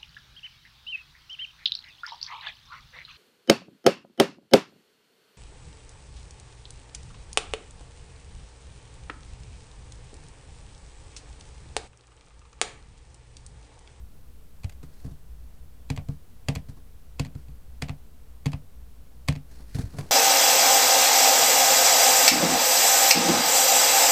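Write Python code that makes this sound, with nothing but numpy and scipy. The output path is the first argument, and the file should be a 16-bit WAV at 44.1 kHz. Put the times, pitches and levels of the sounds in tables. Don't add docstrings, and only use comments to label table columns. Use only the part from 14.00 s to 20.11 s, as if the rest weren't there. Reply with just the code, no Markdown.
import sys
import numpy as np
from scipy import signal
from scipy.fft import rfft, irfft
from scipy.io import wavfile
from scipy.ndimage import uniform_filter1d

SR = 44100
rng = np.random.default_rng(int(sys.argv[2]) if len(sys.argv) > 2 else 0)


def rack_gain(trim_db):
    fader = np.asarray(trim_db, float)
    return 10 ** (fader / 20)


def dump(signal):
    limited = np.clip(np.atleast_2d(signal).T, -1, 1)
    pcm = np.round(limited * 32767).astype(np.int16)
    wavfile.write(sys.argv[1], SR, pcm)


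N = 269440


def rms_one(x):
    return x / np.sqrt(np.mean(x ** 2) + 1e-20)


def ring(force, hz, t60):
    radius = rack_gain(-60 / (t60 * SR))
    angle = 2 * np.pi * hz / SR
    return signal.lfilter([0, np.sin(angle)], [1, -2 * radius * np.cos(angle), radius ** 2], force + 1e-18)


def coloured_noise(spectrum):
    hz = np.maximum(np.arange(N // 2 + 1) * SR / N, 1)
    points_hz, points_db = np.transpose(spectrum)
    level_db = np.interp(np.log(hz), np.log(points_hz), points_db)
    return rms_one(irfft(rfft(rng.standard_normal(N)) * rack_gain(level_db), N))


# (per Hz, shape only)
RUMBLE_COLOUR = [(8.8, -21), (15, 1), (20, -16.5), (27, -12.5), (43, -14.5), (65, -5.5), (77, -17.5),
                 (95, -27.5), (135, -19.5), (202, -28.5), (227, -26), (375, -36.5), (454, -31.5),
                 (551, -37), (1500, -43.5), (1950, -56), (3300, -120)]


def ventilation_rumble():
    return rack_gain(-49) * coloured_noise(RUMBLE_COLOUR)


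# (per Hz, shape only)
MIC_HISS_COLOUR = [(880, -46), (1500, -14), (1660, -2), (2540, -2), (2880, -2.5), (6830, -5.5), (15100, -4),
                   (16000, -13)]


def microphone_hiss():
    return rack_gain(-66) * coloured_noise(MIC_HISS_COLOUR)


# t/s, level/dB
HUM_LEVEL = [(0.0, -39.5), (0.22, -55), (2.14, -47), (2.26, -63), (3.19, -46.5), (3.36, -48), (5.18, -54.5),
             (5.74, -43.5), (6.1, -55)]


def hum():
    pitch_hz, width_hz = 58.96, 1.9
    t60 = np.log(1000) / (np.pi * width_hz)
    times, levels = np.transpose(HUM_LEVEL)
    level_db = np.interp(np.arange(N) / SR, times, levels)
    lines = []
    for multiple in (0.5, 1, 1.5):
        line = ring(rng.standard_normal(N + SR), pitch_hz * multiple, t60)
        lines.append(rms_one(line[SR:]))
    half, full, upper = lines
    sides = rack_gain(-6.5) * half + rack_gain(-11) * upper
    return rack_gain(level_db) * full + rack_gain(level_db.mean()) * sides


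# f/Hz, level/dB (rms)
WHINE_TONES = [(13173, -86), (7998, -90)]


def whines():
    t = np.arange(N) / SR
    return sum(rack_gain(db) * np.sqrt(2) * np.sin(2 * np.pi * hz * t) for hz, db in WHINE_TONES)



# t/s, click level/dB, treble tilt/dB, crackle/ms
TICK_EVENTS = [(0.6331, -42, -2, 4.7), (0.6945, -55.5, 25.5, 3.5), (0.7218, -53.5, 6, 3.6),
               (0.8295, -47.5, -6, 1.7), (1.891, -52, 3, 3.9), (1.8986, -52, 2, 2),
               (1.9625, -48.5, 19.5, 2.9), (2.0859, -54, 16, 1.9), (2.4768, -49, -3, 5.5),
               (2.551, -44.5, 26, 3.7), (3.187, -47, -15, 2.8), (3.193, -49, 10, 1.7),
               (3.257, -46, -1, 2.8), (3.351, -56.5, 14, 2.2), (3.483, -54.5, 0, 2.8), (3.817, -39, 0, 4),
               (3.881, -36, -22, 4.4), (3.886, -40, 3, 0.5), (4.446, -51, -18, 4), (4.4565, -48, 5, 1.9),
               (4.4652, -25, -11.5, 1.46), (4.518, -49.5, 16, 3.2), (4.5309, -38.5, -5, 0.55),
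               (5.2772, -38.5, 13, 12), (5.353, -38.5, -7, 2.3), (5.7855, -43, -20, 1.6),
               (5.826, -56, 16, 1.4), (5.9862, -36, -6, 1.6), (6.009, -38, -3, 2.8)]


def ticks():
    return [(s, db, tilt, ms, db - 7, db - 7) for s, db, tilt, ms in TICK_EVENTS]


# t/s, click level/dB, treble tilt/dB, desk level/dB, stand level/dB
PRESS_EVENTS = [(0.643, -36.5, -1, -37, -16.5), (1.901, -24, -5, -21, -21), (2.4846, -17, -7, -16.5, -26),
                (3.1956, -21, -3, -19.5, -24), (3.8213, -21.5, -4.5, -23, -43), (4.458, -25, -5, -18, -24),
                (5.2848, -15.5, -6, -14, -29)]


def presses():
    return [(s, db, tilt, 2.58, desk, stand) for s, db, tilt, desk, stand in PRESS_EVENTS]


# f/Hz, level/dB (against the hit), t60/s
RATTLE_BANDS = [(643, -2, 0.2), (1340, -8, 0.11), (2310, -6.5, 0.13), (4300, -11, 0.14), (7440, -10, 0.11),
                (12300, -23, 0.054)]


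def after_rattle(hit):
    t = np.arange(SR // 5) / SR
    out = np.pad(hit, (0, len(t) - len(hit)))
    swell = 1 - np.exp(-(t / 0.0015) ** 2)
    for hz, level_db, t60 in RATTLE_BANDS:
        band = signal.butter(2, [hz / 1.3, hz * 1.3], "band", fs=SR, output="sos")
        noise = signal.sosfilt(band, rng.standard_normal(len(t)))
        dying = noise * rack_gain(-60 * t / t60) * swell
        energy = np.sum(signal.sosfilt(band, hit) ** 2)
        out += rack_gain(level_db) * rms_one(dying) * np.sqrt(energy / len(t))
    return out


# f/Hz, level/dB (relative), t60/s (held to 0.001-0.008 when played)
CASE_MODES = [(875, -10, 0.013), (1110, -12, 0.021), (1710, -73, 0.015), (2210, -11.5, 0.01),
              (2525, -5.5, 0.013), (2750, -17, 0.014), (3345, -8.5, 0.012), (4090, -11.5, 0.013),
              (4510, -5.5, 0.0051), (5140, -20.5, 0.012), (6130, -11.5, 0.0036), (6860, -13.5, 0.0054),
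              (7600, -14.5, 0.009), (8850, -30, 0.003), (9400, -26, 0.0035), (12100, -18.5, 0.0022)]


def clicks(contacts, gain_db, pivot_hz, top_hz):
    out, t = np.zeros(N + SR), np.arange(1500) / SR
    for s, click_db, tilt_db, crackle_ms, _, _ in contacts:
        tau = np.clip(crackle_ms, 0.6, 6) / 1000
        swell_and_fade = (t / tau) * np.exp(-t / tau * 2)
        rough = rng.standard_normal(len(t)) * swell_and_fade
        hit = 0
        for hz, level_db, t60 in CASE_MODES:
            bright = 1 / (1 + (pivot_hz / hz) ** 2)
            gain = rack_gain(click_db + gain_db + level_db + bright * tilt_db)
            hit = hit + gain * rms_one(ring(rough, hz, np.clip(t60, 0.001, 0.008)))
        hit = after_rattle(hit)
        out[round(s * SR):][:len(hit)] += hit
    return signal.sosfilt(signal.butter(4, top_hz, fs=SR, output="sos"), out[:N])


# f/Hz, level/dB (relative), t60/s
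DESK_MODES = [(66, -7, 0.19), (144.7, 0.5, 0.18), (184.7, -9.5, 0.2), (263.3, -4.5, 0.15), (340, -28, 0.28),
              (463, -7.5, 0.1), (496, -4, 0.012), (671.5, -9.5, 0.089), (810, -48, .025)]
# f/Hz, level/dB (relative), t60/s
STAND_MODES = [(62, -12.5, 0.13), (91.4, -2, 0.097)]


def thuds(contacts, lag_ms, push_ms, scatter_db):
    s, desk_db, stand_db = contacts[:, 0], contacts[:, -2], contacts[:, -1]
    at = np.round((s + lag_ms / 1000) * SR).astype(int)
    force, out = np.zeros(N), 0
    for hz, level_db, t60 in STAND_MODES:
        force[at] = rack_gain(stand_db + level_db)
        out = out + ring(force, hz, t60)
    chance = rng.normal(0, 1, (len(contacts), len(DESK_MODES)))
    for k, (hz, level_db, t60) in enumerate(DESK_MODES):
        force[at] = rack_gain(desk_db + level_db + scatter_db * chance[:, k])
        out += (-1) ** k * ring(force, hz, t60)
    soften = np.exp(-1000 / (push_ms * SR))
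    return signal.lfilter([(1 - soften) ** 2], [1, -2 * soften, soften ** 2], out)


# t/s, desk level/dB, stand level/dB, hiss level/dB, scuff level/dB
TOUCH_EVENTS = [(0.8299, -39, -65, -56, -43), (1.044, -30, -31, -67, -53), (1.06, -33, -47, -74, -56),
                (1.077, -38.5, -37, -77, -55), (1.111, -36.5, -41, -68, -65),
                (2.0852, -25, -22.5, -60, -42.5), (2.686, -36.5, -29, -54.5, -47),
                (2.768, -48.5, -53, -62, -49.5), (3.3515, -34, -27.5, -67, -46.5),
                (3.484, -41, -60, -74, -60), (5.512, -55, -60, -61, -57), (5.596, -47, -60, -72, -50.5),
                (5.686, -49, -57, -67, -66), (5.746, -23.5, -20.5, -45, -47), (5.764, -37, -35, -55, -44),
                (5.784, -23, -20, -51, -34.5), (5.808, -32, -34, -52, -55), (5.833, -34.5, -18.5, -72, -59),
                (5.851, -37, -27, -80, -54), (5.937, -35, -50, -62, -45), (5.966, -39, -33, -56, -52),
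                (5.9847, -28, -31, -44.5, -34.5), (6.007, -39, -31.5, -70, -49)]


def touches():
    return [(s, hiss - 6, 8, 0.6, desk, stand) for s, desk, stand, hiss, _ in TOUCH_EVENTS]


def scrapes(level_db, fade_ms):
    starts = np.zeros(N)
    starts[np.round(np.array(TOUCH_EVENTS)[:, 0] * SR).astype(int)] = rack_gain(level_db)
    rise = np.exp(-1000 / (0.77 * SR))
    fade = np.exp(-1000 / (fade_ms * SR))
    return signal.lfilter([1 - rise], np.convolve([1, -rise], [1, -fade]), starts + 1e-18)


# start t/s, length t/s, hiss level/dB, scuff level/dB
SLIDE_EVENTS = [(0.836, 0.33, -67, -63), (2.09, 0.08, -67.5, -73), (3.35, 0.1, -69, -71),
                (5.46, 0.21, -62, -57.5), (5.649, 0.28, -58, -60), (5.86, 0.33, -58.5, -51)]
# (per Hz, shape only)
BRUSH_HISS_COLOUR = [(880, -59), (1500, -5), (1910, -6), (2080, -9.5), (3270, -14.5), (3970, -10),
                     (4330, -6.5), (5000, -10), (5600, -10), (6800, -13), (8020, -12.5), (10800, -15),
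                     (15000, -28)]
# (per Hz, shape only)
BRUSH_SCUFF_COLOUR = [(200, 4), (320, 1), (450, -3), (640, -7.5), (900, -9), (1400, -15), (2500, -50)]


def brush(lump_db, grain_db):
    t = np.arange(N) / SR
    *_, touch_hiss_db, touch_scuff_db = np.transpose(TOUCH_EVENTS)
    hiss = scrapes(touch_hiss_db, fade_ms=14.8)
    scuff = scrapes(touch_scuff_db, fade_ms=17.2)
    for s, length, hiss_db, scuff_db in SLIDE_EVENTS:
        speed = np.sin(np.pi * np.clip((t - s) / length, 0, 1))
        hiss = hiss + rack_gain(hiss_db) * speed
        scuff = scuff + rack_gain(scuff_db) * speed
    lumps = lump_db * rms_one(uniform_filter1d(rng.standard_normal((2, N)), size=350))
    grains = grain_db * rms_one(uniform_filter1d(rng.standard_normal(N), size=40))
    hiss_noise = rms_one(rack_gain(lumps[0] + grains) * coloured_noise(BRUSH_HISS_COLOUR))
    scuff_noise = rms_one(rack_gain(lumps[1]) * coloured_noise(BRUSH_SCUFF_COLOUR))
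    return hiss * hiss_noise + scuff * scuff_noise


# t/s, click level/dB, treble tilt/dB, desk level/dB, stand level/dB
RELEASE_EVENTS = [(1.9751, -24, -29, -31.5, -22), (2.559, -25, -17.5, -26, -23.5),
                  (3.2489, -38.5, 0, -38.5, -31), (3.2657, -44, -6, -35.5, -52),
                  (3.8938, -23, -30, -28, -23.5), (4.5333, -23.5, -31, -29, -22.5),
                  (5.3245, -40, 4, -29.5, -29), (5.36, -37, -9.5, -32, -30)]


def releases():
    crackle_ms = 1.82
    bounce_s, bounce_db, bounce_tilt_db = 0.0118, -11.5, -16
    rows = []
    for s, db, tilt, desk, stand in RELEASE_EVENTS:
        rows.append((s, db, tilt, crackle_ms, desk, stand))
        rows.append((s + bounce_s, db + bounce_db, tilt + bounce_tilt_db, crackle_ms,
                     desk + bounce_db, stand + bounce_db))
    return rows


def scene():
    air = ventilation_rumble() + microphone_hiss() + hum() + whines()
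    hard = np.array(ticks() + presses() + releases())
    soft = np.array(touches())
    keys = clicks(np.concatenate([hard, soft]), gain_db=-16.5, pivot_hz=4440, top_hz=12500)
    desk = (thuds(hard, lag_ms=1.95, push_ms=0.46, scatter_db=2.0)
            + thuds(soft, lag_ms=1.2, push_ms=0.47, scatter_db=2.0))
    desk = signal.sosfilt(signal.butter(2, 56, "high", fs=SR, output="sos"), desk)
    return (air + keys + desk + brush(lump_db=2.2, grain_db=0.5))[None]


def band_limit(x):
    return signal.sosfilt(signal.butter(12, 16650, fs=SR, output="sos"), x)


def record(dry):
    mix = dry - 0.0058
    return band_limit(mix)


dry = scene()
out = record(dry)
dump(out)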